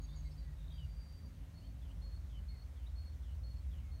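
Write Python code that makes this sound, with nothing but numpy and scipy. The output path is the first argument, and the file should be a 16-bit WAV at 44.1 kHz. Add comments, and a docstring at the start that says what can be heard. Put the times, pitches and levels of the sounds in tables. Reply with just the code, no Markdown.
"""Far-off birds chirp and twitter first, over a low rumble, distant engines and a soft hiss of air.
A quick trill follows, and nearer the microphone one long, high note. Then a small bird in front
repeats a thin, steady whistle six times, with a husky falling slur farther back before each note.
The calls are sine tones, partly blurred into noise, and the open surroundings echo them faintly.
A dull bump, a few ticks and scrapes of dry grit and two soft, far hoots come in along the way."""
import sys
import numpy as np
from scipy import signal
from scipy.fft import rfft, irfft
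from scipy.io import wavfile
from scipy.ndimage import uniform_filter1d

SR = 44100
rng = np.random.default_rng(int(sys.argv[2]) if len(sys.argv) > 2 else 0)


def put_to_file(sound):
    """Save the sound as 16-bit audio at rate SR, in the file named by the first command-line argument."""
    columns = np.atleast_2d(sound).T  # one column per channel
    safe = np.clip(columns, -1, 1)
    whole_steps = np.round(safe * 32767)
    wavfile.write(sys.argv[1], SR, whole_steps.astype(np.int16))


N = 176400
TIME = np.arange(N) / SR

# Spectra of the noise layers. Each row: frequency in Hz, relative level in dB.
RUMBLE_SPECTRUM = [(10, -44), (28, -30.5), (38, -15.5), (48, 1), (58, 4), (73, 4), (85, -2.5), (120, -7),
                   (170, -17.5), (215, -22), (300, -38.5), (600, -56), (2000, -100)]
UPPER_RUMBLE_SPECTRUM = [(20, -53), (150, -31), (210, -1.5), (260, -14.5), (400, -24.5), (2000, -70)]
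AIR_SPECTRUM = [(20, -9), (200, 6.5), (330, 10.5), (450, 7.5), (620, 9), (800, 6), (1400, 2.5), (2100, 1.5),
                (2600, -1.5), (4000, -3), (5000, -6), (6200, -5), (7500, -8.5), (9300, -7.5), (10400, -13),
                (11500, -10), (16000, -12.5)]
TWITTER_SPECTRUM = [(20, -80), (3400, -43), (3900, -6), (4150, -7), (4380, -11), (4620, 2.5), (4800, -36),
                    (5300, -36), (16000, -85)]
GRIT_SPECTRUM = [(20, -42), (1000, 15), (3000, 11), (6000, 9), (10400, 4), (13500, 11), (16000, -8)]
# How these sounds swell and fade. Each row: time in seconds, level in dB.
RUMBLE_LEVEL = [(0, -51), (.85, -49), (1.15, -49.5), (1.5, -49), (1.8, -47), (2.55, -48.5), (2.8, -53.5),
                (3.4, -46.5), (4, -47)]
UPPER_RUMBLE_LEVEL = [(0, -77), (1.0, -84.5), (1.25, -62), (1.45, -75), (1.7, -70), (2.0, -76), (2.4, -72),
                      (4, -98)]
TWITTER_LEVEL = [(0, -74), (.06, -75), (.13, -73), (.2, -78), (.27, -73), (.34, -85), (.42, -75),
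                 (.56, -89)]
TRILL_LEVEL = [(.56, -75), (.63, -72), (.67, -73), (.705, -65.5), (.75, -71), (.83, -70)]
# Heavy engines. Each row: time in seconds, lower pitch in Hz, upper pitch in Hz, level in dB.
ENGINE_THROB = [(0, 50.18, 69.3, -49), (.9, 50.62, 68.43, -49), (1.4, 50.96, 70.08, -66),
                (1.8, 51.13, 72.08, -53), (2.4, 52.76, 72.8, -51.5), (2.8, 57.96, 75, -48),
                (3.4, 58.06, 76.33, -45.5), (4, 60.1, 76.5, -52)]
# A distant engine and a steadier drone. Each row: time in seconds, pitch in Hz, level in dB.
ENGINE_HUM = [(0, 146.8, -56.5), (.5, 150, -57), (.85, 154.9, -59.5), (1.2, 159, -64.5), (1.7, 165.5, -63),
              (2.5, 172.6, -69.5), (2.8, 167.3, -89), (3.5, 164.5, -65), (4, 163.5, -72)]
ENGINE_DRONE = [(0, 272, -70.5), (.45, 271.5, -72), (.85, 268, -78.5), (1.25, 269.6, -70),
                (2.1, 273.1, -69.5), (2.55, 269.9, -78), (2.85, 268.1, -75.5), (4, 264.6, -73.5)]
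# Birds farther off. Each row: start and length in seconds, first, middle and last pitch in Hz,
# level in dB, roughness from 0 to 1.
CHIRPS = [(.014, 0.047, 6740, 6580, 6520, -69, 0.5), (0.156, .058, 6790, 6610, 6570, -69.5, 0.83),
          (0.08, 0.068, 3510, 3620, 3670, -72, 0.5), (0.125, 0.06, 4610, 4650, 4630, -73.5, 0.54),
          (.14, 0.055, 2200, 2170, 2140, -81.5, 0.4), (.245, 0.047, 2190, 2140, 2126, -73.5, 0.04),
          (0.305, 0.046, 5400, 5220, 5300, -76, 0), (0.372, 0.03, 4660, 4700, 4670, -69.5, 0.1),
          (0.415, .13, 2019, 1940, 1890, -78, 0.41), (.705, 0.092, 3350, 3240, 3270, -73, 0.45),
          (0.777, 0.078, 3070, 2975, 2810, -67, 0.3), (0.224, .055, 6580, 6550, 6400, -82, .6),
          (0.236, .09, 7930, 8200, 8730, -84.5, 0.7), (1.613, 0.0594, 2680, 3110, 3100, -77.5, 0.2),
          (1.901, 0.021, 2780, 2954, 3215, -68, 0.4), (2.345, 0.044, 3071, 3042, 2994, -67.5, 0.2),
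          (2.502, 0.069, 2185, 2140, 1990, -75.5, 0.19), (2.861, 0.019, 3634, 3750, 3870, -65.5, 0.5),
          (3.826, 0.11, 2270, 2166, 2114, -79, 0.18)]
# The long note in front. Each row: time in seconds, pitch in Hz, level in dB.
LONG_NOTE = [(.715, 4750, -84), (.745, 4720, -71.5), (.81, 4690, -80), (.9, 4656, -79.5), (1.0, 4710, -73),
             (1.15, 4676, -74), (1.262, 4670, -72), (1.288, 4650, -78)]
# Its echoes. Each row: delay in seconds, level in dB relative to the note.
LONG_NOTE_ECHOES = [(.047, -11), (.112, -12)]
# A low bump. Each row: middle in seconds, level in dB.
BUMPS = [(.853, -36)]
# Scrapes on the soil. Each row: middle in seconds, half length in seconds, level in dB.
SCRAPES = [(3.34, .04, -84), (3.745, .06, -81)]
# Ticks of grit, slurred calls and far hoots. Each row: start in seconds, level in dB.
TICKS = [(1.125, -68.5), (1.501, -73.5), (3.351, -75), (3.775, -77)]
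SLURS = [(1.335, -87), (1.815, -77.5), (2.29, -76.5), (2.757, -78.5), (3.228, -75.5), (3.706, -75.5)]
HOOTS = [(2.02, -74), (3.42, -74)]
# The slide of one slur. Each row: seconds into the note, pitch in Hz.
SLUR_PITCH = [(0, 3560), (.02, 3400), (.05, 3070), (.085, 2870), (.115, 3030)]
# The small bird in front. Each row: start and length in seconds, pitch in Hz, accent level in dB,
# accent length in seconds, echo in dB relative to the note.
WHISTLES = [(1.540, 0.15, 4380, -67.5, 0.036, -7), (2.014, .172, 4310, -66.5, .04, -18),
            (2.481, 0.16, 4336, -66, 0.048, -33), (2.953, 0.19, 4328, -67, 0.072, -17),
            (3.431, .175, 4330, -65, 0.061, -27), (3.91, .17, 4320, -71.5, .085, -22)]
# Early echoes of the surroundings. Each row: delay in seconds, level in dB relative to the tail.
EARLY_ECHOES = [(0.015, -6), (.031, -18)]


def amp(db):
    """Decibels to gain."""
    return 10 ** (np.asarray(db) / 20)


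def unit(x):
    """Scales to rms 1."""
    return x / np.sqrt(np.mean(abs(x) ** 2) + 1e-20)


def add(mix, start_s, sound):
    """Mixes a sound in at a time."""
    part = mix[max(round(start_s * SR), 0):][:len(sound)]
    part += sound[:len(part)]


def curve(rows, t=TIME, column=1):
    """One column of a table, joined by straight lines in time."""
    columns = np.transpose(rows)
    return np.interp(t, columns[0], columns[column])


def noise(spectrum):
    """Noise of rms 1 with a given spectrum."""
    hz, db = np.transpose(spectrum)
    gain = amp(np.interp(np.log(np.fft.rfftfreq(N, 1 / SR) + 1), np.log(hz), db))
    return unit(irfft(rfft(rng.standard_normal(N)) * gain, N))


def wander(rate_hz, size):
    """Smooth random motion of rms about 1."""
    span = max(size, SR)
    lowpass = np.exp(-(np.fft.rfftfreq(span, 1 / SR) / rate_hz) ** 2)
    return unit(irfft(rfft(rng.standard_normal(span)) * lowpass, span))[:size]


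def tone(hz, rough, blur_hz):
    """A sine on a pitch curve: pure at roughness 0, a narrow band of noise at 1."""
    blur = (wander(blur_hz, len(hz)) + 1j * wander(blur_hz, len(hz))) / np.sqrt(2)
    carrier = np.exp(2j * np.pi * np.cumsum(hz) / SR)
    return np.sqrt(2) * ((np.sqrt(1 - rough ** 2) + rough * blur) * carrier).real


def fade(t, rise_s, fall_s):
    """Smooth attack, hold and release."""
    attack = np.sin(np.pi / 2 * np.clip(t / rise_s, 0, 1))
    release = np.sin(np.pi / 2 * np.clip((t[-1] - t) / fall_s, 0, 1))
    return attack * release


def swell(t, middle_s, half_s):
    """A bell-shaped rise and fall."""
    return np.exp(-((t - middle_s) / half_s) ** 2)


def echoed(sound, echoes):
    """A sound and its reflections, which reach the microphone later."""
    out = np.zeros(len(sound) + SR // 4)
    add(out, 0, sound)
    for delay, db in echoes:
        add(out, delay + .00028 * rng.standard_normal(), amp(db) * sound)
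    return out


def outdoors(sound, tail_db, t60_s=.45):
    """The surroundings return two early echoes and a thin scattered tail."""
    t = TIME[:SR]
    envelope = amp(-60 * t / t60_s) * np.minimum(t / .011, 1)
    response = unit(rng.standard_normal(SR) * envelope) / np.sqrt(SR)
    for delay, db in EARLY_ECHOES:
        response[round(abs(delay + .0003 * rng.standard_normal()) * SR)] += amp(db)
    return sound + amp(tail_db) * signal.fftconvolve(sound, response)[:N]


def rumble():
    """Distant traffic: two bands of low noise, each swelling on its own."""
    lower = noise(RUMBLE_SPECTRUM) * amp(curve(RUMBLE_LEVEL))
    upper = noise(UPPER_RUMBLE_SPECTRUM) * amp(curve(UPPER_RUMBLE_LEVEL))
    return lower + upper


def engines():
    """Far engines: two low tones beat into a throb under a wavering hum and a drone."""
    lower = tone(curve(ENGINE_THROB), rough=.42, blur_hz=5)
    upper = amp(-3) * tone(curve(ENGINE_THROB, column=2), rough=.42, blur_hz=4.4)
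    throb = amp(curve(ENGINE_THROB, column=3)) * (lower + upper)
    hum = amp(curve(ENGINE_HUM, column=2)) * tone(curve(ENGINE_HUM), rough=.65, blur_hz=17.5)
    fundamental = tone(curve(ENGINE_DRONE), rough=.62, blur_hz=20)
    octave = amp(-11) * tone(2 * curve(ENGINE_DRONE), rough=.99, blur_hz=13)
    drone = amp(curve(ENGINE_DRONE, column=2)) * (fundamental + octave)
    return throb + hum + drone


def air(level_db=-69.5, patchy_db=1.0):
    """Soft hiss of open air, slightly patchy in frequency and time."""
    spectrogram = signal.stft(noise(AIR_SPECTRUM), nperseg=512)[2]
    patches = uniform_filter1d(rng.standard_normal(spectrogram.shape), size=8, axis=0)
    patches = unit(uniform_filter1d(patches, size=10, axis=1))
    hiss = signal.istft(spectrogram * amp(patchy_db * patches), nperseg=512)[1][:N]
    return amp(level_db) * unit(hiss)


def twitter():
    """Distant birds, blurred into a flickering band of noise."""
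    band = noise(TWITTER_SPECTRUM)
    level_db = curve(TWITTER_LEVEL) + 2.1 * wander(24, N)
    return band * amp(level_db) * (TIME < TWITTER_LEVEL[-1][0])


def chirp(length_s, first_hz, middle_hz, last_hz, db, rough):
    """A short note from farther off that bends through three pitches."""
    t = np.arange(0, length_s, 1 / SR)
    bend = np.polyfit([0, .5, 1], [first_hz, middle_hz, last_hz], 2)
    hz = np.polyval(bend, t / length_s)
    return amp(db) * fade(t, rise_s=.0097, fall_s=.0056) * tone(hz, rough, blur_hz=240)


def trill(pips_per_s=52, centre_hz=3730, fall_hz=390):
    """A far bird's quick run of tiny falling pips."""
    t = np.arange(TRILL_LEVEL[0][0], TRILL_LEVEL[-1][0], 1 / SR)
    cycle = (t - t[0]) * pips_per_s % 1
    hz = centre_hz + fall_hz * (.5 - cycle)
    pips = np.sin(np.pi * cycle) ** 2 * tone(hz, rough=.88, blur_hz=151)
    return amp(curve(TRILL_LEVEL, t)) * fade(t - t[0], rise_s=.005, fall_s=.0045) * pips


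def long_whistle():
    """A high note in front, held for over half a second and sinking slightly, with two echoes."""
    t = np.arange(LONG_NOTE[0][0], LONG_NOTE[-1][0], 1 / SR)
    envelope = amp(curve(LONG_NOTE, t, column=2)) * fade(t - t[0], rise_s=.01, fall_s=.017)
    return echoed(envelope * tone(curve(LONG_NOTE, t), rough=.3, blur_hz=70.6), LONG_NOTE_ECHOES)


def bump(pitch_hz=68, octave_db=-7):
    """A dull thud: a few cycles of a low tone and its octave."""
    envelope = sum(amp(db) * swell(TIME, middle, half_s=.016) for middle, db in BUMPS)
    phase = 2 * np.pi * (pitch_hz * TIME + rng.random())
    return envelope * (np.sin(phase) + amp(octave_db) * np.sin(2 * phase))


def grit(decay_s=.004):
    """Dry grains of soil tick and scrape in short bursts of bright noise."""
    ticks = sum(amp(db) * (TIME >= start) * np.exp(-abs(TIME - start) / decay_s) for start, db in TICKS)
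    scrapes = sum(amp(db) * swell(TIME, middle, half) for middle, half, db in SCRAPES)
    bright = noise(GRIT_SPECTRUM)
    graininess = unit(amp(4.3 * wander(200, N)))
    return bright * (ticks + scrapes * graininess)


def slur(db):
    """A husky note farther back that slides down and hooks up at its end."""
    t = np.arange(0, SLUR_PITCH[-1][0], 1 / SR)
    voice = tone(curve(SLUR_PITCH, t), rough=.87, blur_hz=260)
    return amp(db) * fade(t, rise_s=.0097, fall_s=.0056) * voice


def whistle(length_s, pitch_hz, db, accent_s, echo_db, echo_s=.033):
    """The near bird scoops up into an accented, nearly pure note, breaks briefly and flicks up."""
    t = np.arange(0, length_s, 1 / SR)
    scoop = np.exp(-t / .016)
    sag = (1 + np.tanh((t - accent_s) / .012)) / 2  # the level drops after the accent
    gap = swell(t, length_s - .027, half_s=.003)
    flick = swell(t, length_s - .016, half_s=.009)
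    hz = pitch_hz - 60 * scoop + 60 * flick + 4.1 * wander(40, len(t))
    level_db = db - 6.5 * sag - 9 * gap + 1.5 * flick + 2.15 * wander(32, len(t))
    envelope = amp(level_db) * fade(t, rise_s=.015, fall_s=.016)
    return echoed(envelope * tone(hz, rough=.3, blur_hz=151), [(echo_s, echo_db)])


def hoot(db, length_s=.098, hz=542):
    """A soft, far call on one low pitch."""
    return chirp(length_s, hz, hz, hz, db, rough=.54)


def birds():
    """Whistles near the microphone; the other calls stand farther off and carry more echo."""
    near, far = np.zeros(N), np.zeros(N)
    for start, *note in WHISTLES:
        add(near, start, whistle(*note))
    add(near, LONG_NOTE[0][0], long_whistle())
    for start, db in SLURS:
        add(far, start, slur(db))
    for start, *note in CHIRPS:
        add(far, start, chirp(*note))
    for start, db in HOOTS:
        add(far, start, hoot(db))
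    add(far, TRILL_LEVEL[0][0], trill())
    return outdoors(near, tail_db=-15) + outdoors(far, tail_db=-11)


def scene():
    """Birds over a quiet outdoor background, at one microphone."""
    return (birds() + twitter() + rumble() + engines() + air() + grit() + bump())[None]


def record(dry):
    """The recorder's band limit cuts off the highest treble."""
    cutoff_hz = 15850
    lowpass = signal.firwin(511, cutoff_hz, window=("kaiser", 9), fs=SR)
    return signal.oaconvolve(dry, lowpass[None], "same")


dry = scene()
out = record(dry)
put_to_file(out)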